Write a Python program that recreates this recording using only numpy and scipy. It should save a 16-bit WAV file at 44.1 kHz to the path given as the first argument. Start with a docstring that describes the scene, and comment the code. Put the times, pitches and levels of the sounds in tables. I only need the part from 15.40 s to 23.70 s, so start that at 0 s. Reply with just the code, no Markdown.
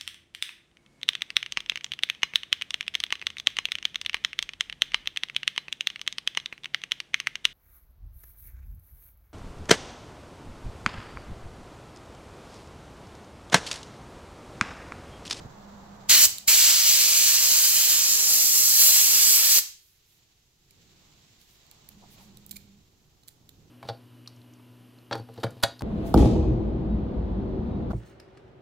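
"""A sleeve brushes and a grip rumbles, then one short and one long blast of a blow gun hiss and roar.
The gun cleans an engine valve held close to a hand-held camera in a small garage: turbulent noise,
coloured by resonances and echoes, roars when the jet strikes the valve head squarely, then leaks faintly.
Then the valve is turned over in the hand: carbon crackles, fingers wipe, a sleeve rustles, and the
grip rubs the camera's shell, all as shaped noise; metal ticks are bursts of slips ringing decaying modes."""
import sys
import numpy as np
from scipy import signal
from scipy.fft import rfft, irfft
from scipy.io import wavfile
from scipy.ndimage import uniform_filter1d

SR = 44100
rng = np.random.default_rng(int(sys.argv[2]) if len(sys.argv) > 2 else 0)


def to_wav(sig):
    """Store sig (one row per channel, or 1-D mono) as 16-bit WAV at the path in sys.argv[1].

    Samples outside -1..1 are clipped; the rate is SR.
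    """
    pcm = np.clip(np.atleast_2d(sig), -1, 1) * 32767
    pcm = np.round(pcm).astype(np.int16)
    wavfile.write(sys.argv[1], SR, pcm.T)  # frames by channels


N = 365994
SIZE = 1024  # samples in a noise frame; frames step by a quarter of it
HZ = np.fft.rfftfreq(SIZE, 1 / SR)
FRAME_S = np.arange(N // (SIZE // 4) + 5) * (SIZE // 4) / SR
TIME = np.arange(N) / SR


def amp(db):
    """Level law: decibels to amplitude gain."""
    return 10 ** (np.asarray(db) / 20)


def unit(x):
    """Power normalisation: scales to rms 1."""
    return x / np.sqrt(np.mean(x ** 2) + 1e-20)


def read(points, hz):
    """Spectral interpolation: reads a curve on a log-frequency axis."""
    f, value = np.transpose(points)
    return np.interp(np.log(hz + 1), np.log(f + 1), value)


def follow(rows, t):
    """Linear interpolation in time: reads each column of a table at the times t."""
    s, *columns = np.transpose(rows)
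    return [np.interp(t, s, column) for column in columns]


def add(mix, s, sound):
    """Superposition: mixes a sound in at time s."""
    part = mix[..., max(round(s * SR), 0):][..., :sound.shape[-1]]
    part += sound[..., :part.shape[-1]]


def drift(t, top_hz):
    """Slow random modulation of rms 1: sines of random phase at rates up to top_hz."""
    knots = np.linspace(t[0], t[-1], min(len(t), 12000))
    wander = np.zeros(len(knots))
    for f in top_hz * np.geomspace(1 / 20, 1, 20):
        wander += np.sin(2 * np.pi * (f * knots + rng.random())) / np.sqrt(f)
    return unit(np.interp(t, knots, wander))


def noise(db, likeness, paths=1):
    """Partly coherent two-port noise of rms 1: db shapes its spectrum, paths is each port's complex gain."""
    a, b, c, d = rng.standard_normal((4, len(FRAME_S), len(HZ)))
    same = np.clip(likeness, 0, 1)
    left = a + 1j * b
    right = same * left + np.sqrt(1 - same ** 2) * (c + 1j * d)
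    frames = np.array([left, right]) * amp(db) * paths
    ports = signal.istft(frames.swapaxes(1, 2), nperseg=SIZE, noverlap=SIZE - SIZE // 4)[1]
    return unit(ports[:, :N])


def pan(db):
    """Interaural level difference: gains of the two ports for a left-right difference in dB."""
    return amp(np.array([np.atleast_1d(db), -np.atleast_1d(db)]) / 2)


def bump(centre_hz, width_hz):
    """Resonance curve of Lorentzian shape, 1 at its top."""
    return 1 / (1 + (2 * (HZ - centre_hz) / width_hz) ** 2)


# Colour of the quiet air. Each row: frequency in Hz, relative spectral level in dB.
FLOOR_COLOUR = [(15, -30.5), (25, 3.5), (122, -0.5), (246, -23), (359, -7), (598, -23.5), (762, -21.5),
                (2060, -22.5), (2700, -19), (6550, -15), (8810, -27.5), (12500, -19.5), (15500, -25)]


def quiet_air(level_db=-68.5):
    """Diffuse-field coherence: background noise is alike at both ports only in the bass."""
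    return amp(level_db) * noise(read(FLOOR_COLOUR, HZ), read([(100, 0.99), (1000, 0.19)], HZ))


# The hand brings the valve under the nozzle.
# One row: relative levels in dB of grip rubbing, cloth brushing, sleeve swish.
REACH = (-52.5, -50.5, -61.5)
# Loudness of the rubbing while the valve is turned over and looked at.
# Each row: time in seconds, relative levels in dB of grip rubbing, cloth brushing, sleeve swish.
TURNING = [(4.5, -84, -88, -68.5), (4.8, -76, -77.5, -66.5), (5.17, -77, -82, -72.5),
           (5.4, -63, -73.5, -63), (5.65, -65.5, -67, -62), (6.05, -69, -74, -62),
           (6.38, -67.5, -65, -61.5), (6.58, -56, -67, -62.5), (6.8, -59, -66, -57.5),
           (6.92, -55, -66, -63.5), (7.25, -57.5, -72.5, -65), (7.5, -66.5, -75, -70),
           (7.92, -66.5, -72.5, -72), (8.18, -59.5, -71.5, -69.5)]


def movement(jerk_db=4, jerk_s=0.06, rest_s=0.7, settle_db_per_s=31.5):
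    """Friction grows with motion: gains of grip, cloth and sleeve in the reach and the later turning."""
    # the reach starts with a jerk, moves steadily, then comes to rest
    jerk = jerk_db * np.exp(-TIME / jerk_s)
    settling = settle_db_per_s * np.maximum(TIME - rest_s, 0)
    reach = amp(np.array(REACH)[:, None] + jerk - settling)
    air_is_off = TIME > PULLS[-1][1]
    return reach + amp(follow(TURNING, TIME)) * air_is_off


# Colours of grip, cloth and sleeve swish. Each row: frequency in Hz, relative spectral level in dB.
GRIP_COLOUR = [(25, 0.5), (60, -3), (130, 2.5), (250, -7.5), (400, -9), (700, -31), (2000, -57.5)]
CLOTH_COLOUR = [(150, -26.5), (400, -1.5), (750, 4), (1200, -1), (2000, -11), (4000, -44.5)]
SWISH_COLOUR = [(600, -17.5), (2000, -2.5), (3900, 2), (5200, -1.5), (7600, -1.5), (8600, -19),
                (10000, -18.5), (12500, -15.5), (15700, -14)]
# The grip slips and the camera's shell drones.
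# Each row: start in seconds, end in seconds, mean pitch in Hz, relative level in dB.
SLIPS = [(0.08, 0.755, 201.8, -52.5), (0.94, 1.063, 205, -63), (6.48, 6.788, 203, -62.5),
         (6.76, 7.426, 202, -59.5)]


def handling(grip_db=1.5, cloth_db=-2.0, swish_db=-0.5, grain_db=1.0, drone_db=0.0, jitter=0.037, shake_db=3.0):
    """Friction noise and stick-slip: the grip rumbles through the camera's body, the sleeve brushes."""
    grip, cloth, swish = movement()
    rumble = grip * amp(grip_db) * noise(read(GRIP_COLOUR, HZ), 0.82)
    brush = cloth * amp(cloth_db) * noise(read(CLOTH_COLOUR, HZ), 0.19)
    grain = amp(swish_db + grain_db * drift(TIME, 200))
    fibres = swish * grain * noise(read(SWISH_COLOUR, HZ), 0.099)
    drone, slipping = np.zeros(N), np.zeros(N)
    for start, end, hz, db in SLIPS:
        # skin sticks and slips at the shell's resonance, unevenly
        t = np.arange(start, end, 1 / SR)
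        turns = np.cumsum(hz * (1 + jitter * drift(t, 120))) / SR
        window = signal.windows.tukey(len(t), .3)
        level = amp(db + drone_db + shake_db * drift(t, 50))
        add(drone, start, window * level * unit(np.sin(2 * np.pi * turns)))
        add(slipping, start, window)
    # while it slips, part of the rubbing goes into the drone
    return rumble * amp(-3 * slipping) + drone + brush + fibres


# Soft pushes on the microphone, from the grip shifting and from spilled air.
# Each row: start in seconds, peak level in dB before panning.
GUSTS = [(0.05, -36), (0.059, -34.5), (0.696, -38), (0.823, -39), (0.868, -41), (1.076, -38.5),
         (1.261, -43.5), (1.554, -49.5), (2.584, -43), (3.35, -51)]


def gusts(push_s=0.0016, side_db=-5):
    """Pressure pulse: each puff gives the ports a soft push and a longer pull."""
    u = np.arange(SR // 10) / SR / push_s
    puff = u * (2 - u) * np.exp(-u)
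    out = np.zeros(N)
    for s, db in GUSTS:
        add(out, s, amp(db) * puff / puff.max())
    return out * pan(side_db)


# Trigger pulls. Each row: time fully open in seconds, time it begins to shut in seconds.
PULLS = [(0.696, 0.856), (1.080, 4.189)]


def trigger(open_s=.0026, shut_s=.008):
    """Exponential flow transients: air swells as the seat lifts and dies as the nozzle empties."""
    flow = np.zeros(N)
    for on, off in PULLS:
        rise = np.minimum((TIME - on) / open_s, 0)
        fall = np.minimum((off - TIME) / shut_s, 0)
        flow += np.exp(rise + fall)
    return flow


SAG_S = 0.28  # time constant of the hose pressure, seconds


def surge(t):
    """Reservoir discharge: spare hose pressure, 1 as the trigger opens, sagging towards 0."""
    spare = 0
    for on, off in PULLS:
        pulled = (t > on - SAG_S / 10) * (t < off + SAG_S / 10)
        spare = spare + pulled * np.exp(-np.maximum(t - on, 0) / SAG_S)
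    return spare


def delayed(ms):
    """Fourier shift theorem: complex gain of a delay in milliseconds."""
    return np.exp(-2j * np.pi * HZ * ms / 1000)


# Aim of the nozzle. Each row: time in seconds, lag of the left port in ms, factor on the gap's resonances.
BEARING = [(0.7, 0.054, 1), (1.3, 0.044, 1.01), (1.6, 0.059, 1.06), (2.6, 0.064, 1.01), (2.8, 0.085, 0.96),
           (4.2, 0.074, 1.06)]
# Near echoes off the hand, the gun and the engine.
# Each row: mean delay left in ms, mean delay right in ms, level in dB before the treble weighting.
ECHOES = [(0.62, 0.898, -17.5), (1.9, 1.6, -16), (3.1, 3.4, -13.5), (4.9, 4.6, -15)]
# Direction of the jet as the two ports hear it. Each row: frequency in Hz, left-right difference in dB.
JET_SIDE = [(100, -10.5), (400, -7.5), (1200, -1), (2800, -1.5), (4600, -1.5), (6500, 1), (7200, -4),
            (8100, -5.5), (9400, 0), (14500, -0.5), (15600, 9.5)]


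def jet_paths(sway=.07):
    """Comb filtering: near echoes comb the hiss at each port, and the combs slide as the hand sways."""
    lag_ms = follow(BEARING, FRAME_S[:, None])[0]
    late = delayed(lag_ms / 2)
    paths = np.array([late, late.conj()])
    reflected = read([(700, 0.16), (2500, 1.0)], HZ)  # small surfaces throw back only short waves
    for left_ms, right_ms, db in ECHOES:
        stretch = 1 + sway * drift(FRAME_S, 2)[:, None]
        echo = np.array([delayed(left_ms * stretch), delayed(right_ms * stretch)])
        paths = paths + reflected * amp(db) * echo
    return paths * pan(read(JET_SIDE, HZ))[:, None]


# Basic colour of the jet. Each row: frequency in Hz, relative spectral level in dB.
JET_COLOUR = [(40, -45), (125, -25), (700, -22), (1300, -18.5), (2400, -12), (3500, -9), (4300, -2),
              (6500, 0), (7900, -1.5), (8700, -8.5), (9500, -10), (11800, -1.5), (14000, -4), (15700, -6.5)]
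# Resonances of the gap between nozzle, valve and hand.
# Each row: frequency in Hz before the bearing's factor, width in Hz, boost in dB.
GAP = [(2400, 240, 2), (2750, 250, 3), (3060, 170, 2.5), (4400, 770, 1), (7574, 540, 3)]
# The hollow of the fingers, blown across by the deflected jet.
# Each row: time in seconds, frequency in Hz, boost in dB.
HOLLOW = [(0.7, 1985, 2), (1.1, 2200, 3.5), (1.35, 2156, 2.5), (1.6, 2400, 2.5), (3.0, 3000, -1),
          (3.68, 2950, 2), (3.85, 2350, 2.5), (4.2, 2370, 0.5)]
# How the jet meets the valve as it is turned. Each row: time in seconds, relative hiss level in dB,
# roar off the head in dB, sizzle at the rim in dB, all before surge, tremor and weighting.
AIM = [(0.755, -15, 3, -3.5), (0.8, -18, 2, 3), (0.845, -15, -3, 0), (1.1, -18.5, 1.5, 1.3),
       (1.25, -18, 1.2, 0), (1.42, -19, 2.4, -3), (2.06, -18, -0.3, -2), (2.25, -19, 0.1, 0.7),
       (2.61, -19.5, 1.5, -0.5), (2.67, -19.5, -3, -4), (2.98, -20, -3.3, 0.6), (3.29, -19.5, -4, 0.3),
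       (3.42, -16, -1, 1.8), (3.62, -18, -0.5, -1.9), (3.93, -17.5, -1.5, 0.5), (4.03, -19, 1.5, -0.5),
       (4.17, -17.5, -0.1, 0.5)]


def jet(level_db=2.0, patchy_db=0.93, flutter_db=0.67, tremor_db=0.9, tremor_hz=7,
        surge_db=2.5, surge_roar_db=2.5):
    """Turbulent jet noise: hiss coloured by pressure and by how it meets the valve in an unsteady hand."""
    frame_s = FRAME_S[:, None]
    _, roar_db, sizzle_db = follow(AIM, frame_s)
    roar_db = roar_db + surge_roar_db * surge(frame_s)
    sizzle_db = sizzle_db + tremor_db * drift(FRAME_S, tremor_hz)[:, None]
    _, narrowing = follow(BEARING, frame_s)
    db = read(JET_COLOUR, HZ)
    for hz, width, gain in GAP:
        db = db + gain * bump(hz * narrowing, width)
    hollow_hz, hollow_db = follow(HOLLOW, frame_s)
    db = db + hollow_db * bump(hollow_hz, 450)
    # a square hit on the head sheds large eddies; grazing the rim sheds small ones
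    db = db + roar_db * read([(300, -0.24), (900, 0.13), (1900, 0.71), (3300, 0.84), (5500, -0.17)], HZ)
    db = db + sizzle_db * read([(7500, 0.067), (11000, 1)], HZ)
    # noise smoothed over time, then over frequency, makes patches
    eddies = uniform_filter1d(rng.standard_normal(db.shape), size=24, axis=0)
    eddies = uniform_filter1d(eddies, size=8, axis=1)
    likeness = read([(200, 0.56), (1400, 0.44), (4500, 0.87), (9000, 0.49), (16000, 0.87)], HZ)
    hiss = noise(db + patchy_db * unit(eddies), likeness, jet_paths())
    hiss_db = follow(AIM, TIME)[0] + surge_db * surge(TIME)
    return hiss * trigger() * amp(level_db + hiss_db + flutter_db * drift(TIME, 60))


# What the valve and gun ring with, deepest first.
# Each row: frequency in Hz, relative level in dB, time to fall 60 dB in seconds.
METAL = [(2335, 1.5, 0.023), (3920, -0.5, 0.007), (4276, -2.5, 0.007), (7220, -0.5, 0.0056),
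         (10210, -9.5, 0.0037), (13600, 4, 0.004)]
# Small metal contacts. Each row: time in seconds, peak level in dB before reflections and panning,
# scrape length in seconds, brightness in dB per octave, share of the deep clink from 0 to 1.
TICKS = [(0.9832, -22.5, 0.0025, 4.5, 0), (5.308, -46.5, 0.0036, 0, 0.3), (6.015, -45, 0.002, -2, 0.1),
         (6.2667, -48, 0.0019, -3, 0.07), (6.313, -37, 0.0024, 0, 0.2), (6.4888, -33.5, 0.0034, 3, 0.5),
         (6.9713, -39, 0.0029, 1, 0), (7.0637, -34.5, 0.0022, 8, 0), (7.094, -40, 0.0015, -1, 0),
         (7.1106, -27, 0.003, 2, 0.2), (7.113, -27, 0.0054, 6, 0.1), (7.1275, -45, 0.003, -6, 0.2),
         (7.159, -36, 0.005, 0, 0.5), (7.1647, -32, 0.0067, 1.5, 1), (7.8337, -48, 0.0046, -4, 0),
         (7.877, -42, 0.0049, 3, 0.3), (7.883, -31.5, 0.0015, 2, 0), (7.889, -38, 0.0014, -0.5, 0),
         (8.0917, -39, 0.0033, -1.5, 0)]


def ticks(level_db=0.0, ring=0.17, lag_s=0.00048, scatter=0.33):
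    """Modal excitation: a quick run of tiny slips rings the metal briefly, nearer the right port."""
    t = np.arange(SR // 10) / SR
    modes = np.array([amp(db - 60 * t / t60) * np.cos(2 * np.pi * hz * t) for hz, db, t60 in METAL])
    hz = np.fft.rfftfreq(len(t), 1 / SR)
    base_db = read([(500, -17.5), (2000, -5.0), (4000, -1), (15000, 0), (17000, -14.5)], hz)
    lead = SR // 500  # samples of room before the contact
    out = np.zeros((2, N))
    for s, db, length, bright_db, clink in TICKS:
        body = (t == 0) + ring * (clink * modes[0] + modes[1:].sum(0))
        # slips common to both ports plus each port's own
        slips = rng.standard_normal(len(t)) + scatter * rng.standard_normal((2, len(t)))
        slips = np.roll(slips * np.exp(-(t / length) ** 4), lead, axis=1)
        colour = amp(bright_db * np.log2((hz + 500) / 7000) + base_db)
        tick = irfft(rfft(slips) * rfft(body) * colour, len(t))
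        left, right = amp(db + level_db) * tick / abs(tick).max()
        add(out[0], s - lead / SR + lag_s / 2, left)
        add(out[1], s - lead / SR - lag_s / 2, right)
    return out


# When loose carbon crackles. One row: start in seconds, end in seconds.
CRUMBLING = (4.36, 4.8)


def crumbs(per_s=50, db=-65, grain_s=0.0023):
    """Random impulse process: loosened carbon crackles between the fingers once the air has stopped."""
    loose = (TIME > CRUMBLING[0]) * (TIME < CRUMBLING[1])
    hit = (rng.random(N) < per_s / SR) * loose
    decay = np.exp(-TIME[:SR // 20] / grain_s)
    grains = signal.oaconvolve(hit * rng.uniform(0.33, 1, N), decay)[:N]
    colour = read([(1500, -25), (4000, -8), (7500, -4), (9200, -8), (12000, 7), (15500, -11)], HZ)
    return amp(db) * grains * noise(colour, 0.33)


# Soft swells of noise: the first two rows leak from the nozzle, the later ones are finger wipes.
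# Each row: time of the crest in seconds, time from crest to e^-2 of its amplitude in seconds,
# relative level in dB, centre frequency in Hz.
SWELLS = [(4.452, 0.17, -65, 13100), (4.718, 0.1, -68, 13180), (6.025, 0.051, -67, 13100),
          (6.127, 0.079, -66, 13200), (6.637, 0.027, -56, 766), (6.73, 0.041, -58.5, 13000),
          (6.80, 0.06, -62, 840), (6.828, 0.067, -64, 12000)]
LEAKS, WIPES = SWELLS[:2], SWELLS[2:]


def swells(rows):
    """Band-limited noise: each row swells and fades under a Gaussian envelope."""
    t = np.arange(-SR // 4, SR // 4) / SR
    hz = np.fft.rfftfreq(len(t), 1 / SR)
    out = np.zeros((2, N))
    for s, length, db, centre_hz in rows:
        band = np.interp(hz, HZ, bump(centre_hz, 0.64 * centre_hz))
        grain = irfft(rfft(rng.standard_normal((2, len(t)))) * band, len(t))
        both = unit(grain + 0.16 * grain[::-1])  # each port hears a little of the other
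        add(out, s + t[0], amp(db) * np.exp(-2 * (t / length) ** 2) * both)
    return out


def nozzle_leak():
    """Small-orifice turbulence: faint high hiss leaks from the nozzle after the trigger shuts."""
    return swells(LEAKS)


def wipes():
    """Sliding friction: short soft rubs of fingers wiping the valve."""
    return swells(WIPES)


# Reverberation of the garage.
# Each row: frequency in Hz, time to fall 60 dB in seconds, relative level of the reflections in dB.
GARAGE = [(200, 0.33, -5), (1100, 0.39, -0.5), (3000, 0.44, -1.5), (6995, 0.39, -3.5), (12000, 0.3, -2),
          (16130, 0.28, -0.5)]


def garage(x, wet_db, turn_hz=0.6025):
    """Frequency-dependent reverberation: two dense patterns of reflections trade shares steadily."""
    out, room = x, np.array(GARAGE)
    for k in range(2):
        taps = rng.choice([-1., 1.], (2, SR)) * (rng.random((2, SR)) < .2)
        taps[:, :round(.005 * SR)] = 0  # silence before the first reflection
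        hz, t, z = signal.stft(taps, SR, nperseg=256)
        t60 = read(room[:, :2], hz[:, None])
        db = read(room[:, ::2], hz[:, None])
        tail = signal.istft(z * amp(db - 60 * t / t60), SR)[1]
        tail /= np.linalg.norm(tail, axis=1, keepdims=True)
        share = np.cos(2 * np.pi * turn_hz * TIME + k * np.pi / 2)
        out = out + amp(wet_db) * signal.fftconvolve(x * share, tail, axes=1)[:, :N]
    return out


def scene():
    """Superposition: the blasts and the handling in the garage, over its quiet air."""
    air = quiet_air() * pan(-1)
    rubbing = handling() * pan(-2.5)
    pushes = gusts()
    blasts = garage(jet(), -10.5)
    metal = garage(ticks(), -12.0) * pan(-8.5)
    faint = (crumbs() + nozzle_leak() + wipes()) * pan(-3.0)
    return air + rubbing + pushes + blasts + metal + faint


def record(dry, edge_hz=15800):
    """Soft saturation rounds off the highest peaks, then a low-pass limits the band."""
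    soft = dry / (1 + (dry / .85) ** 8) ** (1 / 8)
    lowpass = signal.firwin(801, edge_hz, window=("kaiser", 8), fs=SR)
    return signal.oaconvolve(soft, lowpass[None], "same", axes=1)


dry = scene()
out = record(dry)
to_wav(out)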